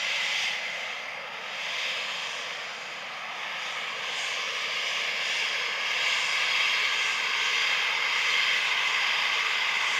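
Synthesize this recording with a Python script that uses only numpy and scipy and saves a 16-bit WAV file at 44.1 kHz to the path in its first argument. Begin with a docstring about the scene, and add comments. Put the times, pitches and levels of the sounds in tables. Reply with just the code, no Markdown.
"""A twin-engined jet fighter taxis past at idle, heard across an airfield fence.
Its exhausts roar and drone and its intakes rush, as noise shaped by spectra and level curves that move.
A fan howl is a band of noise around a wavering pitch; thin blade whines are wavering sine tones.
Moving air makes the treble swell, flare and fade.
A ground reflection combs the noise, and the comb slides down as the echo's lag grows."""
import sys
import numpy as np
from scipy import signal
from scipy.fft import rfft, irfft
from scipy.io import wavfile
from scipy.ndimage import uniform_filter1d

SR = 44100
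rng = np.random.default_rng(int(sys.argv[2]) if len(sys.argv) > 2 else 0)


def bounce(signal):
    """Save signal as a 16-bit WAV file at the path given by the first command-line argument."""
    frames = np.transpose(np.atleast_2d(signal))
    limited = np.clip(frames, -1, 1)
    pcm = np.round(limited * 32767).astype(np.int16)
    wavfile.write(sys.argv[1], SR, pcm)


N = 440559
TIME = np.arange(N) / SR
FRAME, HOP = 2048, 512  # samples
FRAME_S = np.arange(N // HOP + 5) * HOP / SR
BIN_HZ = np.fft.rfftfreq(FRAME, 1 / SR)

# Relative noise spectra of the layers. Each row: frequency in Hz, density in dB.
RUMBLE_SPECTRUM = [(20, -24), (60, -23), (85, -13.5), (105, -18), (130, -3), (155, 0), (230, 1.5),
                   (285, -7.5), (400, -13), (800, -36)]
DRONE_SPECTRUM = [(250, -41), (345, -21), (390, -12), (440, 1), (490, 3), (570, 0), (660, 1.5), (790, 2.5),
                  (900, -13.5), (1400, -52)]
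EXHAUST_SPECTRUM = [(350, -33), (600, -26), (765, -19), (835, 1), (1100, 3), (1270, 3), (1390, -5),
                    (1530, 0.5), (1750, 1.5), (2100, -12.5), (3000, -44)]
INTAKE_SPECTRUM = [(1100, -42), (1600, -4), (1850, -4), (2050, 1), (2300, 3.5), (2430, -0.5), (2580, 1),
                   (2800, 0), (3300, -2.5), (3750, -4.5), (4100, -15), (5000, -42), (7000, -44.5)]
HISS_SPECTRUM = [(2800, -40), (3700, 0.5), (4150, 2), (4600, -1.5), (5300, -2), (6100, -6), (6900, -10.5),
                 (7600, -15.5), (8200, -17.5), (9000, -22.5), (10500, -32), (15000, -50)]
FIZZ_SPECTRUM = [(3000, -15), (7000, -3), (10000, 0.5), (12500, 2), (15000, -1)]
# Humps of turbulence chopped by the blades. Each row: centre in Hz, width at half lift in Hz, lift in dB.
INTAKE_HUMPS = [(2036, 230, 3), (2620, 270, 2.5), (3200, 250, 4)]
HISS_HUMPS = [(4710, 130, 4.1), (4910, 250, 7.8), (5740, 190, 4), (6470, 370, 5.9), (7220, 540, 5.3)]

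# Low moan of the engines. Each row: time in seconds, level in dB.
MOAN_LEVEL = [(1.5, -75), (3.5, -68.5), (10, -67)]
# Jet pipes, whose roar grows as they turn into view.
# Each row: time in seconds, roar in dB, drone in dB, both before their trims.
EXHAUST_LEVEL = [(0, -42, -45.5), (1, -44.5, -45.5), (2.3, -41.5, -46.2), (3, -44.5, -47.5),
                 (3.4, -40.5, -46.5), (4.9, -41.5, -45), (6.1, -38, -46), (7.5, -36.5, -47.5),
                 (10, -35.5, -47.5)]
# Engine fronts as the aircraft nears and turns side-on.
# Each row: time in seconds, fan rush in dB, blade hiss in dB, both before swell and trim.
INTAKE_LEVEL = [(0, -32, -43.4), (1.8, -35.5, -47), (2.8, -39, -47), (3.5, -34.5, -48), (4.2, -35.5, -46),
                (6.5, -26.5, -37), (10, -27.7, -40.5)]
# Fan howl, a fuzzy whistle that beams out at both ends of the pass.
# Each row: time in seconds, mean pitch in Hz, level in dB against the rush before swell and trim.
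HOWL = [(0, 2065, -8), (1.15, 2085, -8), (1.7, 2050, -22), (3.7, 2195, -13), (5, 2181, -15), (7, 2130, -16),
        (8, 2111, -8.5), (10, 2065, -7.5)]
# Compressor blade tones. Each row: frequency in Hz before the Doppler shift, then the level in dB
# against the untrimmed hiss at the start, a third of the way, two thirds and the end.
BLADE_TONES = [(4708, -13, -30, -20, -17), (4986, -22, -13.5, -15, -21), (5736, -12, -26, -24, -19),
               (6482, -20, -23, -19.5, -24)]
# Falling pitch of the pass. Each row: time in seconds, frequency factor of the blade tones.
DOPPLER = [(0, 1.006), (2, 1.003), (5, 1.0), (10, .9975)]

# Swelling and fading of the treble on its way through the moving air.
# Each row: time in seconds, swell in dB before each layer takes its share.
SWELL = [(0.0, 2), (0.43, 5.5), (0.62, -1.5), (0.82, -1.5), (1.3, -7), (1.82, 5), (3.28, -3.5), (3.65, 0.5),
         (3.96, -0.7), (4.22, 4), (4.52, 2), (4.96, 2.5), (5.12, 0.8), (5.4, 2.5), (5.78, -3), (6.1, 1.8),
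         (6.27, -1.2), (6.73, 0.5), (7.18, -3), (7.6, 0.8), (7.96, -2), (8.38, 1.5), (8.74, -1), (9.12, 1),
         (9.77, -1), (10.0, -0.5)]
# The higher the sound, the more the air moves it.
HOWL_SWELL, RUSH_SWELL, HISS_SWELL = 0.47, 0.88, 1.18
# Gusts in which the top of the hiss flares up.
# Each row: peak time in seconds, strength in dB before its shares in tilt and level.
FLARES = [(.46, 1.5), (2.3, 6.5), (3.68, 5.5), (4.24, 7), (4.92, 2.5), (5.38, 4.5), (6.28, 6), (7.11, 6.5),
          (7.48, 3.5), (8.23, 3.5), (9.92, 7.5)]
FLARE_HALF_S = 0.098  # from the peak to half strength

# The ground echo's lag grows steadily; its strength peaks around the closest point.
ECHO_LAG_MS, ECHO_LAG_MS_PER_S = 1.539, 0.044
ECHO_STRENGTH, CLOSEST_S, ECHO_SPAN_S = 0.35, 6, 3.26

# Narrow notches filtered out by the camera. Each row: centre in Hz, width in Hz.
NOTCHES = [(3948, 190), (7850, 170)]
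EDGE_HZ = 15050


def gain_of(db):
    """Level and amplitude: 20 dB is a factor of ten in pressure."""
    return 10 ** (np.asarray(db) / 20)


def evened(x):
    """Normalisation of power: the signal is scaled to rms 1."""
    return x / np.sqrt(np.mean(x ** 2) + 1e-20)


def follow(rows, t):
    """Linear interpolation: every column of a curve at the times t."""
    s, *columns = np.transpose(rows)
    return [np.interp(t, s, column) for column in columns]


def colour(points, humps=()):
    """Spectral envelope in dB: straight lines over log frequency, with bell-shaped humps added."""
    hz, db = np.transpose(points)
    envelope = np.interp(np.log(BIN_HZ + 1), np.log(hz + 1), db)
    for centre, width, lift in humps:
        envelope = envelope + lift * .5 ** ((2 * (BIN_HZ - centre) / width) ** 2)
    return envelope


def wander(rate, size=8192):
    """Low-passed chance: a random curve of rms 1 with changes up to about rate a second."""
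    t = np.linspace(0, TIME[-1], size)
    hz = np.fft.rfftfreq(size, t[1])
    spectrum = rfft(rng.standard_normal(size)) * np.exp(-(hz / rate) ** 2)
    return np.interp(TIME, t, evened(irfft(spectrum, size)))


def eddies(rate):
    """Slow random motion of the air: a wandering curve, one value a frame, as a column."""
    return np.interp(FRAME_S, TIME, wander(rate))[:, None]


def patches(frames, bins):
    """Correlated randomness: smoothed patches over time and frequency, rms 1."""
    field = rng.standard_normal((len(FRAME_S), len(BIN_HZ)))
    for _ in range(2):
        field = uniform_filter1d(field, max(1, int(frames)), axis=0)
        field = uniform_filter1d(field, max(1, int(bins)), axis=1)
    return evened(field)


def turbulence(shape_db, level_db):
    """Turbulent noise: random phases under a moving spectrum, whose total power follows a level curve."""
    shape = gain_of(shape_db) * np.ones((len(FRAME_S), 1))
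    shape /= np.sqrt(np.mean(shape ** 2, axis=1, keepdims=True))
    chance = rng.standard_normal(shape.shape) + 1j * rng.standard_normal(shape.shape)
    _, noise = signal.istft((shape * chance).T, nperseg=FRAME, noverlap=FRAME - HOP)
    return gain_of(level_db) * evened(noise[:N])


def noise_band(hz, width_hz):
    """Modulation: slow complex noise on a carrier makes a bell-shaped band, rms 1, around its pitch."""
    offset_hz = np.fft.fftfreq(N, 1 / SR)
    bell = .5 ** (2 * (offset_hz / width_hz) ** 2)  # width_hz is the full width at half power
    flutter = np.fft.ifft(np.fft.fft(rng.standard_normal(N)) * bell)
    carrier = np.exp(2j * np.pi * np.cumsum(hz * np.ones(N)) / SR)
    return evened((flutter * carrier).real)


def arriving():
    """Propagation through moving air: howl, rush and hiss (dB) each take their share of the swell."""
    rush_db, hiss_db = follow(INTAKE_LEVEL, TIME)
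    swell_db = follow(SWELL, TIME)[0]
    return rush_db + HOWL_SWELL * swell_db, rush_db + RUSH_SWELL * swell_db, hiss_db + HISS_SWELL * swell_db


def flares(t):
    """Gusts: the strength (dB) of the flaring at the times t, each rising and falling as a bell."""
    return sum(strength_db * .5 ** (((t - s) / FLARE_HALF_S) ** 2) for s, strength_db in FLARES)


def ground_comb(blur_hz=5200):
    """Interference of direct and reflected sound (dB); rough ground scatters the treble and blurs the comb."""
    t = FRAME_S[:, None]
    lag_s = (ECHO_LAG_MS + ECHO_LAG_MS_PER_S * t) / 1000
    strength = ECHO_STRENGTH * np.exp(-((t - CLOSEST_S) / ECHO_SPAN_S) ** 2)
    echo = np.clip(strength, 0, .9) * np.exp(-(BIN_HZ / blur_hz) ** 2)
    return 20 * np.log10(abs(1 + echo * np.exp(-2j * np.pi * BIN_HZ * lag_s)))


def rumble(rumble_db=-60, moan_hz=345, moan_width_hz=75):
    """Low-frequency engine noise: a steady broad rumble, and a narrow moan that rises as the aircraft nears."""
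    moan_db = follow(MOAN_LEVEL, TIME)[0]
    moan = gain_of(moan_db) * noise_band(moan_hz, moan_width_hz)
    return turbulence(colour(RUMBLE_SPECTRUM), rumble_db) + moan


def exhausts(comb, patchy_db=2.0, roar_trim_db=0.7, drone_trim_db=0.22, roar_slide=0.086, drone_slide=0.14):
    """Jet noise: a hollow drone and a roar, whose spectra sink in frequency during the pass."""
    roar_db, drone_db = follow(EXHAUST_LEVEL, TIME)
    past = (FRAME_S[:, None] - CLOSEST_S) / FRAME_S[-1]
    ripple = comb + patchy_db * patches(frames=22, bins=8)
    drone_shape = np.interp(BIN_HZ * (1 + drone_slide * past), BIN_HZ, colour(DRONE_SPECTRUM))
    roar_shape = np.interp(BIN_HZ * (1 + roar_slide * past), BIN_HZ, colour(EXHAUST_SPECTRUM))
    drone = turbulence(drone_shape + ripple, drone_db + drone_trim_db)
    roar = turbulence(roar_shape + ripple, roar_db + roar_trim_db)
    return drone + roar


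def intakes(comb, patchy_db=0.83, trim_db=0.28, tilt_per_db=0.77, eddy_tilt_db=0.36, eddy_rate=5):
    """Broadband fan noise: the rush brightens with every swell, and eddies tilt its spectrum at random."""
    swell_db = follow(SWELL, FRAME_S)[0][:, None]
    db_per_octave = tilt_per_db * swell_db + eddy_tilt_db * eddies(eddy_rate)
    tilt = db_per_octave * np.log2(np.clip(BIN_HZ, 1900, 4200) / 2600)
    patchiness = patchy_db * patches(frames=12, bins=12)
    shape = colour(INTAKE_SPECTRUM, INTAKE_HUMPS) + comb + tilt + patchiness
    howl_db = follow(HOWL, TIME)[1]
    share = np.clip(1 - gain_of(howl_db) ** 2, .1, 1)  # power left to the rush beside the howl
    _, rush_db, _ = arriving()
    return np.sqrt(share) * turbulence(shape, rush_db + trim_db)


def fan_howl(trim_db=0.3, width_hz=110, waver_hz=32):
    """Turbulence chopped by the first fan stage: a narrow band of noise around a wavering pitch."""
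    hz, beam_db = follow(HOWL, TIME)
    howl = noise_band(hz + waver_hz * wander(21.96), width_hz)
    howl_db, _, _ = arriving()
    return gain_of(howl_db + beam_db + trim_db) * howl


def blade_hiss(comb, patchy_db=1.4, trim_db=0.74, calm_tilt_db=-2.0, eddy_tilt_db=1.0, eddy_rate=10.0,
               flare_tilt=1.57, flare_share=0.17):
    """Broadband compressor noise with humps: dull between gusts, bright and a little louder in them."""
    gust_tilt = flare_tilt * flares(FRAME_S)[:, None]
    db_per_octave = calm_tilt_db + gust_tilt + eddy_tilt_db * eddies(eddy_rate)
    tilt = db_per_octave * np.log2(np.clip(BIN_HZ, 4300, 7000) / 5000)
    patchiness = patchy_db * patches(frames=10.4, bins=24)
    shape = colour(HISS_SPECTRUM, HISS_HUMPS) + comb + tilt + patchiness
    _, _, hiss_db = arriving()
    return turbulence(shape, hiss_db + trim_db + flare_share * flares(TIME))


def blade_whines():
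    """Blade-passing tones with Doppler shift: they waver and fade, and each beams its own way."""
    doppler = follow(DOPPLER, TIME)[0]
    whines = np.zeros(N)
    for hz, *beam_db in BLADE_TONES:
        pitch = hz * doppler + 2 * wander(3) + 8 * wander(60)  # slow and fast wavering in Hz
        beam_s = np.linspace(0, TIME[-1], len(beam_db))
        beam = gain_of(np.interp(TIME, beam_s, beam_db))
        fading = evened(gain_of(2.5 * wander(2.5)))
        tone = np.sqrt(2) * np.sin(2 * np.pi * np.cumsum(pitch) / SR)  # rms 1
        whines += beam * fading * tone
    _, _, hiss_db = arriving()
    return whines * gain_of(hiss_db)


def fizz(jet, below_db=-32.0, above_hz=2100):
    """Amplitude modulation: a faint recorder noise flickers with the instantaneous strength of the treble."""
    highpass = signal.butter(N=3, Wn=above_hz, btype="high", fs=SR, output="sos")
    treble = signal.sosfilt(highpass, jet)
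    strength = np.sqrt(abs(uniform_filter1d(treble ** 2, size=9)))
    flutter_db = .4 * wander(25)
    return strength * turbulence(colour(FIZZ_SPECTRUM), below_db + flutter_db)


def scene(shimmer_db=0.29):
    """Superposition of the engine layers, plus a faint recorder noise that follows their treble."""
    comb = ground_comb()
    shimmer = shimmer_db * wander(25)  # small eddies move the compressors more than the fans
    fans = (intakes(comb) + fan_howl()) * gain_of(shimmer / 2)
    compressors = (blade_hiss(comb) + blade_whines()) * gain_of(shimmer)
    jet = rumble() + exhausts(comb) + fans + compressors
    return (jet + fizz(jet))[None]


def record(dry):
    """Linear filtering in the camera: two narrow notches, then a band limit."""
    for hz, width in NOTCHES:
        b, a = signal.iirnotch(hz, hz / width, SR)
        dry = signal.lfilter(b, a, dry)
    lowpass = signal.firwin(701, EDGE_HZ, window=("kaiser", 9), fs=SR)
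    return signal.oaconvolve(dry, lowpass[None], "same")


dry = scene()
out = record(dry)
bounce(out)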